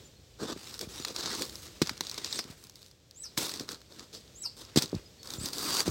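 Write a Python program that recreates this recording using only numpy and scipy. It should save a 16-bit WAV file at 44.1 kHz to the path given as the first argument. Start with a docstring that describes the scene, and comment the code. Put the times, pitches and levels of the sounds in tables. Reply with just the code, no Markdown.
"""A quiet garden and a faint chirp, then, close by, round crusty loaves being turned in a straw basket.
Crust drags over crust and straw in fine grains, flakes and single straws snap, and the loaves land
with dull, crunchy thuds. Behind them a small two-voiced bird whistles now and then
over a low outdoor rumble and leaves in the breeze."""
import sys
import numpy as np
from scipy import signal
from scipy.fft import rfft, irfft, next_fast_len
from scipy.io import wavfile
from scipy.ndimage import uniform_filter1d, map_coordinates

SR = 44100
rng = np.random.default_rng(int(sys.argv[2]) if len(sys.argv) > 2 else 0)


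def materialize(psi):
    """Save the field psi as 16-bit PCM at rate SR to the path in sys.argv[1].

    A 1-D psi becomes a single channel; in a 2-D psi each row is a channel.
    """
    bounded = np.clip(np.atleast_2d(psi).T, -1, 1)
    quanta = np.round(bounded * 32767).astype(np.int16)
    wavfile.write(sys.argv[1], SR, quanta)


N = 260190

# Drags of a loaf: a cupped hand makes the rasp hollow, a floury face fizzes. Straw and body ride on
# the hiss level. start_s, length_s, hiss_db, swell_db, straw_db, body_db, hollow_share, flour_treble_db
STROKES = [(0.386, 0.052, -44.5, 7, -3.5, 5.5, 0.93, -7), (0.463, 0.041, -41.5, 1.5, -4, 2, 0.9, -7.5),
           (0.554, 0.2, -50.5, 3, -7, -10, 0, -0.5), (0.796, 0.031, -45, 2.5, -6, -2.5, 0.3, 1.5),
           (0.879, 0.13, -46.5, 5.5, -8, -8, 0.02, -1), (1.055, 0.057, -44.5, -0.5, -8, -5.5, 0.5, -3.5),
           (1.137, 0.064, -42, 12.5, -8, -6.5, 0.7, -2), (1.216, 0.13, -38.5, 4, -7, -6.5, 0.74, -9),
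           (1.364, 0.074, -42.5, 2.5, -8.5, -4, 0.3, 0.5), (1.448, 0.42, -56, -5, -8, -5.5, 0, 6.5),
           (1.617, 0.044, -53, 3, -9, -24, 0, 0), (1.832, 0.067, -45.5, 2, -7, -8, 0, -5),
           (1.917, 0.085, -58, -4, -4.5, -1, 0, -4.5), (1.999, 0.24, -48.5, 1.5, -9, -7.5, 0, -3.5),
           (2.235, .15, -42.5, 4.5, -11.5, -10, 0, -7), (2.41, 0.12, -59.5, 1, 0, 0.5, 0, -1),
           (2.539, 0.11, -66.5, 8.5, -3.5, -2, 0, 8.5), (2.75, 0.13, -61.5, -1, -13, -13, 0, 0),
           (3.369, 0.2, -40, -13, -8, -5.5, 0.34, 2), (3.586, 0.031, -45.5, -2.5, -6.5, 1, 0.6, -2.5),
           (3.669, 0.048, -48, 9.5, -6, -1, 0.54, -2.5), (3.888, 0.15, -58.5, 4.5, -7.5, -1.5, 0.6, -4),
           (4.125, 0.054, -46, -6, -15.5, -6, 0.05, -6.5), (4.56, 0.056, -51.5, 8.5, -9, -7.5, 0.6, 2),
           (4.645, 0.17, -60.5, 2, -4, -5, 0, -9.5), (4.794, 0.038, -42, 2.5, -6.5, -3, 0.5, -1),
           (4.882, 0.11, -61.5, 6, -0.5, 4, 0.1, -4), (5.236, 0.12, -48.5, 3, -7, -1.5, 0.7, 2),
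           (5.388, 0.097, -46, 6, -7.5, -2, 0.4, 2), (5.518, .19, -41.5, 11, -6.5, -3, 0.54, 5),
           (5.713, 0.086, -32, 3.5, -8, -9.5, 0.6, 0.5), (5.845, 0.025, -42, 7.5, -4, 4, 0.35, 0)]
# Bright hiss of crust: frequency_hz, level_db
CRUST_SPECTRUM = [(1200, -45.5), (2900, -15), (3600, -2), (4200, -3), (4750, -1.5), (5400, -3.5),
                  (6400, -6.5), (7400, -8.5), (8300, -5.5), (8900, -15.5), (10000, -14), (12500, -17),
                  (15800, -17)]
# Midrange rasp of straw: frequency_hz, level_db
STRAW_SPECTRUM = [(300, -40.5), (700, -6.5), (1150, -1.5), (1600, -3), (2300, -3.5), (2800, -3.5),
                  (3400, -12), (5000, -34.5)]
# Low rumble of a loaf's body: frequency_hz, level_db
BODY_SPECTRUM = [(40, -36), (100, -12.5), (220, -3.5), (340, -0.5), (520, -5.5), (750, -18), (1500, -48.5)]


def amp(db):
    """Decibels to gain."""
    return 10 ** (np.asarray(db) / 20)


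def unit(x):
    """Scaled to rms 1."""
    return x / np.sqrt(np.mean(x ** 2) + 1e-20)


def curves(rows, t):
    """Breakpoint rows (time first) as one curve per remaining column, read at times t."""
    times, *columns = np.transpose(rows)
    return [np.interp(t, times, column) for column in columns]


def wobble(rate):
    """A smooth random curve, rate knots a second."""
    return map_coordinates(rng.standard_normal(int(N * rate / SR) + 4), [np.arange(N) * rate / SR])


def add(track, start_s, sound):
    """Mixes a sound into a track."""
    start = max(round(start_s * SR), 0)
    part = track[start:start + len(sound)]
    part += sound[:len(part)]


def colour(x, spectrum, size=8192):
    """x through a minimum-phase filter of unit energy, shaped by rows of frequency_hz, level_db."""
    hz, db = np.transpose(spectrum)
    gain = amp(np.interp(np.log(np.fft.rfftfreq(size, 1 / SR) + 1), np.log(hz), db))
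    cepstrum = irfft(np.log(gain))
    cepstrum[1:size // 2] *= 2
    cepstrum[size // 2 + 1:] = 0
    response = irfft(np.exp(rfft(cepstrum)))
    return signal.fftconvolve(x, response / np.linalg.norm(response))[:len(x)]


def garden():
    """Low outdoor rumble with a faint hiss of leaves that swells in the breeze."""
    # Tone of the garden air: frequency_hz, level_db
    spectrum = [(25, -19), (42, -9.5), (55, -3.5), (110, -3), (230, -9.5), (500, -9), (720, -18),
                (1100, -22.5), (2700, -21), (3600, -16.5), (5000, -18), (8200, -23), (9200, -32),
                (15800, -32)]
    # Rise and fall of the rumble: time_s, level_db
    rumble_fader = [(0, -60), (1.3, -58), (2.4, -62.5), (3.1, -65), (3.9, -67.5), (4.8, -60), (5.5, -57)]
    # Breeze in the leaves: time_s, level_db
    breeze_fader = [(0, -52.5), (0.17, -61.5), (1.6, -53), (2.85, -62.5), (3.0, -64), (3.3, -58.5),
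                    (5.1, -57.5)]
    t = np.arange(N) / SR
    rumble_db, = curves(rumble_fader, t)
    breeze_db, = curves(breeze_fader, t)
    leaves = unit(colour(rng.standard_normal(N), spectrum))
    air = colour(rng.standard_normal(N), spectrum)
    rumble = unit(signal.sosfilt(signal.butter(2, 140, fs=SR, output="sos"), air))
    return amp(breeze_db + 0.78 * wobble(5.3)) * leaves + amp(rumble_db - 1) * rumble


def bird():
    """Two voices of one syrinx mix into sum and difference tones; trees scatter whistles and chirps."""
    # One whistle, rising to its turn at time 0, then falling: time_s, upper_hz, lower_hz, upper_db, lower_db
    contour = [(-.095, 5720, 3300, -33, -58), (-.065, 7000, 3585, -10, -38), (-.04, 7780, 3950, -9.5, -33),
               (-.005, 8030, 3980, -6, -20), (.010, 5567, 3950, -1.5, -32), (.030, 5050, 3850, 5.5, -26),
               (0.045, 4350, 3620, -9, -34), (.075, 3960, 3420, -24, -47)]
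    # Each whistle: turn_s, level_db, pitch_ratio, rising_half_db
    whistles = [(2.368, -39.5, 1.02, 3.5), (3.23, -39.5, 1.003, 1.5), (4.428, -34.5, .99, -2.5),
                (5.448, -43, 1.02, 5)]
    # Short arched contact notes: centre_s, top_pitch_hz, level_db
    chirps = [(0.06, 7200, -52.5), (0.17, 4300, -59.5), (1.035, 7050, -43), (1.685, 7000, -55),
              (5.06, 5000, -52), (5.205, 4480, -45)]
    song = np.zeros(N)
    tone = lambda hz: np.sin(2 * np.pi * np.cumsum(hz) / SR)
    t = np.arange(contour[0][0], contour[-1][0], 1 / SR)
    upper_hz, lower_hz, upper_db, lower_db = curves(contour, t)
    harshness = np.where(t > 0, .04, .008)  # the falling half turns harsh
    for turn_s, db, pitch, rise_db in whistles:
        waver = 1 + harshness * wobble(1400)[:len(t)]
        flutter_db = 3.1 * wobble(124.8)[:len(t)]
        upper = amp(upper_db + rise_db * (t < 0) + flutter_db) * tone(upper_hz * pitch * waver)
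        lower = tone(lower_hz * pitch)
        modulation = .2 * lower + .2 * lower ** 2
        add(song, turn_s + t[0], amp(db) * (upper * (1 + modulation) + amp(lower_db) * lower))
    arch = np.hanning(round(.05 * SR))
    for centre_s, hz, db in chirps:
        bend = 1 + 0.0475 * (arch - 1) + 0.0062 * wobble(600)[:len(arch)]
        add(song, centre_s - len(arch) / SR / 2, amp(db) * arch * tone(hz * bend))
    t = np.arange(SR // 2) / SR
    trees = rng.standard_normal(len(t)) * (amp(-60 * t / .07) + amp(-15 - 60 * t / .4))
    scattered = signal.fftconvolve(song, trees / np.linalg.norm(trees))[:N]
    return amp(-4.5) * (song + scattered)


def stroke_gains(attack_s=0.015, release_db_per_s=316):
    """Each stroke grips, swells or eases, and lets go: gains of crust, open straw, hollow straw, body."""
    power = np.zeros((4, N))
    for start_s, length_s, hiss_db, swell_db, straw_db, body_db, hollow, _ in STROKES:
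        t = np.arange(N) / SR - start_s
        held_db = hiss_db + swell_db * (np.clip(t / length_s, 0, 1) - .5)
        release_db = release_db_per_s * np.maximum(t - length_s, 0)
        gain = np.clip(t / attack_s, 0, 1) * amp(held_db - release_db)
        straw, body = amp(straw_db) ** 2, amp(body_db) ** 2
        power += np.outer([1, straw * (1 - hollow), straw * hollow, body], gain ** 2)
    return np.sqrt(power)


def grains(per_s, spread_db):
    """Tiny slips at random moments: many weak, a few strong."""
    chance, size, push = rng.random(N), rng.exponential(size=N), rng.choice([-1, 1], N)
    return unit((chance < per_s / SR) * push * amp(spread_db * np.minimum(size, 5)))


def shifting_resonances(x, depth_db):
    """Resonances come and go as the contact moves over the weave."""
    frames = signal.stft(x, nperseg=256)[2]
    ripple = uniform_filter1d(rng.standard_normal(frames.shape), size=3, axis=0)  # smooth in frequency
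    ripple = uniform_filter1d(ripple, size=12, axis=1)  # and in time
    return signal.istft(frames * amp(depth_db * unit(ripple)), nperseg=256)[1][:N]


def scraping(crust, straw, hollow, body):
    """Crust drags in uneven slips that hiss in the crust, rasp in the straw and rumble in the loaf."""
    # Straw rasp under a cupped hand: frequency_hz, level_db
    hollow_spectrum = [(400, -15.5), (750, -3), (1050, 0.5), (1300, 1), (1550, -2), (1900, -8), (2400, -18),
                       (4000, -45.5)]
    grip = unit(amp(0.56 * wobble(30) + 1.56 * wobble(170)))  # the crust catches and lets go
    slips = grains(per_s=1100, spread_db=4.5)
    rub = lambda grit: grip * unit(grit * slips + rng.standard_normal(N))
    hiss = amp(0.05) * colour(crust * rub(grit=0.58), CRUST_SPECTRUM)
    open_rasp = colour(straw * rub(grit=0.58), STRAW_SPECTRUM)
    cupped_rasp = colour(hollow * rub(grit=0.67), hollow_spectrum)
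    rumble = amp(-0.9) * colour(body * rub(grit=0.5), BODY_SPECTRUM)
    return shifting_resonances(hiss + amp(1.14) * (open_rasp + cupped_rasp) + rumble, depth_db=2.0)


def flour_fizz(x):
    """The treble of every contact follows how floury the crust is, gliding from stroke to stroke."""
    mid_strokes = [(start_s + length_s / 2, flour_db) for start_s, length_s, *_, flour_db in STROKES]
    treble_db, = curves(mid_strokes, np.arange(N) / SR)
    treble = signal.sosfiltfilt(signal.butter(2, 7200, "highpass", fs=SR, output="sos"), x)
    return x + (amp(treble_db) - 1) * treble


def flakes(crust, per_s=15, usual_hiss_db=-45, straw_db=-18, crumble_s=0.011):
    """Small flakes break at random while a loaf rubs: the harder the rub, the louder they snap."""
    moments, chance = rng.random((int(per_s * N / SR), 2)).T
    hiss_db = 20 * np.log10(crust[(moments * N).astype(int)] + 1e-9)
    scatter_db = 3 * (1 - 2 * chance)
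    level_db = -27 + 0.5 * (hiss_db - usual_hiss_db) + scatter_db
    return snaps([(start_s, db, straw_db, crumble_s) for start_s, db in zip(moments * N / SR, level_db)])


def landings():
    """The soft loaf thuds in damped modes and rocks the basket while its crust crunches on the weave."""
    # A loaf lands or is bumped: start_s, thud_db, pitch_ratio, crunch_db, crunch_t60_s
    hits = [(0.562, -34.5, 1.28, -60, .03), (0.829, -34, 1.54, -56, .05), (0.872, -35, 0.69, -63, .03),
            (0.999, -33.5, 1.17, -43, 0.034), (1.817, -13.5, 1.13, -26, 0.069),
            (1.911, -35, 0.85, -47, .03), (2.008, -33, 1.22, -24, 0.013),
            (2.179, -36.5, 1.47, -31.5, 0.034), (2.39, -34, 1.5, -28, 0.038), (2.451, -39, .94, -58, .03),
            (2.5, -39, 0.61, -50, 0.079), (3.377, -27.5, 0.97, -21, 0.022),
            (3.608, -31.5, 1.02, -41, 0.068), (4.7597, -16, 1.15, -23, 0.09),
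            (4.7724, -10.5, 1.03, -16.5, 0.054), (4.784, -51, 1.6, -22, 0.051),
            (4.823, -36, 1.05, -29.5, 0.081), (4.838, -30.5, 1.13, -37, .04),
            (4.9297, -22, 1.31, -60, 0.042), (4.945, -23, 0.68, -51, 0.1), (4.962, -28.5, 0.4, -60, .037),
            (5.384, -32, 0.35, -57, .03), (5.412, -32, 0.56, -56, .025), (5.439, -32.5, 0.62, -54, .025),
            (5.878, -17.5, 1.13, -34, .039), (5.886, -22, 0.49, -46, .063)]
    # Modes of a loaf on the basket: pitch_hz, level_db, t60_s
    modes = [(105, -28, 0.063), (147.5, -2.5, 0.042), (217.5, 6.5, 0.023), (282.6, 7.5, 0.02),
             (378, -9.5, 0.026), (570, -23, .018)]
    out, t = np.zeros(N), np.arange(SR // 5) / SR
    for start_s, thud_db, pitch, crunch_db, crunch_t60_s in hits:
        thud = sum(amp(db + rng.normal() - 60 * t / t60_s) * np.cos(2 * np.pi * hz * pitch * t)
                   for hz, db, t60_s in modes)
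        thud *= 1 - np.exp(-t / 0.0045)  # soft attack
        low_cut = signal.butter(2, 105 * pitch, "highpass", fs=SR, output="sos")
        thud = signal.sosfilt(low_cut, thud)  # a small body radiates little bass
        rocking = amp(-26 - 60 * t / 0.1) * colour(rng.standard_normal(len(t)), BODY_SPECTRUM)
        crumbs = rng.standard_normal((2, len(t))) * amp(-60 * t / crunch_t60_s)
        crunch = colour(crumbs[0], CRUST_SPECTRUM) + amp(-12) * colour(crumbs[1], STRAW_SPECTRUM)
        add(out, start_s, amp(thud_db) * (thud / np.abs(thud).max() + rocking) + amp(crunch_db) * crunch)
    return out


def snaps(rows):
    """A straw or a flake of crust gives way: one sharp release, a short ring, then brief crumbling."""
    # Brittle crack of a snap: frequency_hz, level_db
    crack_spectrum = [(1200, -37.5), (2800, -17.5), (3700, 0), (4400, 3), (5400, 0.5), (6500, -4),
                      (8300, -10), (9200, -15), (12500, -16.5), (15800, -16.5)]
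    out, t = np.zeros(N), np.arange(SR // 16) / SR
    basket_tail = amp(-23 - 60 * t / .06)
    for start_s, db, straw_db, crumble_s in rows:
        crumbs = rng.standard_normal((2, len(t))) * (amp(-60 * t / crumble_s) + basket_tail)
        release = 0.21 * crumbs + (t == 0)
        stalk_hz = 4400 * np.exp(0.11 * rng.standard_normal())  # every stalk has its own length
        ring = 0.22 * np.sin(2 * np.pi * stalk_hz * t) * amp(-60 * t / 0.0041)
        crack = colour(release[0], crack_spectrum) + ring
        tick = colour(release[1], STRAW_SPECTRUM) * amp(straw_db)
        add(out, start_s + 0.001039, amp(db - 2) * (crack + tick) / np.abs(crack).max())
    return out


def ringing_stalks(crust, width_hz=370, fade_s=.03):
    """In a long drag the passing crust keeps one stalk of the weave rasping at its own pitch."""
    # Stalks, riding on the crust hiss level: start_s, length_s, pitch_hz, level_db
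    stalks = [(1.14, 0.35, 4300, -8.5), (5.38, .46, 4710, -3.5)]
    out, t = np.zeros(N), np.arange(N) / SR
    for start_s, length_s, hz, db in stalks:
        resonance = signal.iirpeak(hz, hz / width_hz, fs=SR)
        slips = grains(per_s=3000, spread_db=3.0)
        ringing = unit(signal.lfilter(*resonance, signal.lfilter(*resonance, slips)))
        touching = np.clip(np.minimum(t - start_s, start_s + length_s - t) / fade_s, 0, 1)
        out += amp(db) * touching * crust * ringing
    return out


def scene():
    """Bread and basket in front, bird and garden behind."""
    # The distinct snaps of straw and crust: start_s, level_db, straw_share_db, crumble_s
    breaks = [(0.7913, -21.5, -17, 0.015), (0.8109, -19, -20, .016), (1.048, -16, -7.5, .017),
              (1.0819, -21.5, -16, 0.011), (1.1618, -16.5, -15.5, .011), (1.258, -16, -14, 0.021),
              (1.4202, -17.5, -14, 0.012), (1.5549, -29, -14, .011), (1.8163, -19, 0, 0.013),
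              (1.8205, -9, -6, 0.013), (1.8712, -17, -16, 0.0081), (1.8931, -17, -6.5, 0.015),
              (1.9768, -23, -26, 0.0045), (2.007, -11, -7, 0.0099), (2.068, -20.5, -19, .009),
              (2.0959, -18, -30, 0.0044), (2.113, -19.5, -25, .007), (2.1423, -23.5, -29, 0.0096),
              (2.1775, -22, -9.5, 0.039), (2.2445, -16, -16, 0.015), (2.326, -14.5, -15, 0.015),
              (2.3891, -22, -2, 0.035), (2.696, -33.5, -11, 0.014), (2.7554, -34, -18, 0.012),
              (3.11, -32, -39, 0.0025), (3.3748, -18.5, -2.5, 0.011), (3.3823, -16, -10, 0.0064),
              (3.493, -21.5, -8.5, .02), (3.538, -20, -15, 0.0057), (3.5965, -20, -13.5, 0.014),
              (3.6891, -18.5, -11, 0.0074), (3.717, -19, -21, 0.0065), (3.8153, -36, -10, .012),
              (3.9938, -28.5, -10.5, 0.017), (4.8213, -13, -18, .013), (4.8574, -25.5, -13, 0.0089),
              (4.8906, -35, -20, .009), (4.9495, -29, -19, 0.021), (5.23, -29.5, -20, 0.019),
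              (5.3038, -23, -13.5, 0.012), (5.3365, -20.5, -13, 0.0099), (5.4564, -20.5, -28, 0.023),
              (5.531, -22.5, -23, 0.026), (5.5822, -17.5, -29, .0064), (5.8038, -9, -11.5, 0.0064)]
    crust, straw, hollow, body = stroke_gains()
    drag = scraping(crust, straw, hollow, body) + ringing_stalks(crust) + flakes(crust)
    bread = flour_fizz(drag + snaps(breaks) + landings())
    return (bread + bird() + garden())[None]


def record(dry):
    """A small microphone loses the deep bass, and nothing passes above 16 kHz."""
    thin = signal.sosfilt(signal.butter(4, 46, "highpass", fs=SR, output="sos"), dry)
    size = next_fast_len(N + SR // 2)
    passband = np.fft.rfftfreq(size, 1 / SR) < 16000
    return irfft(rfft(thin, size) * passband, size)[:, :N]


dry = scene()
out = record(dry)
materialize(out)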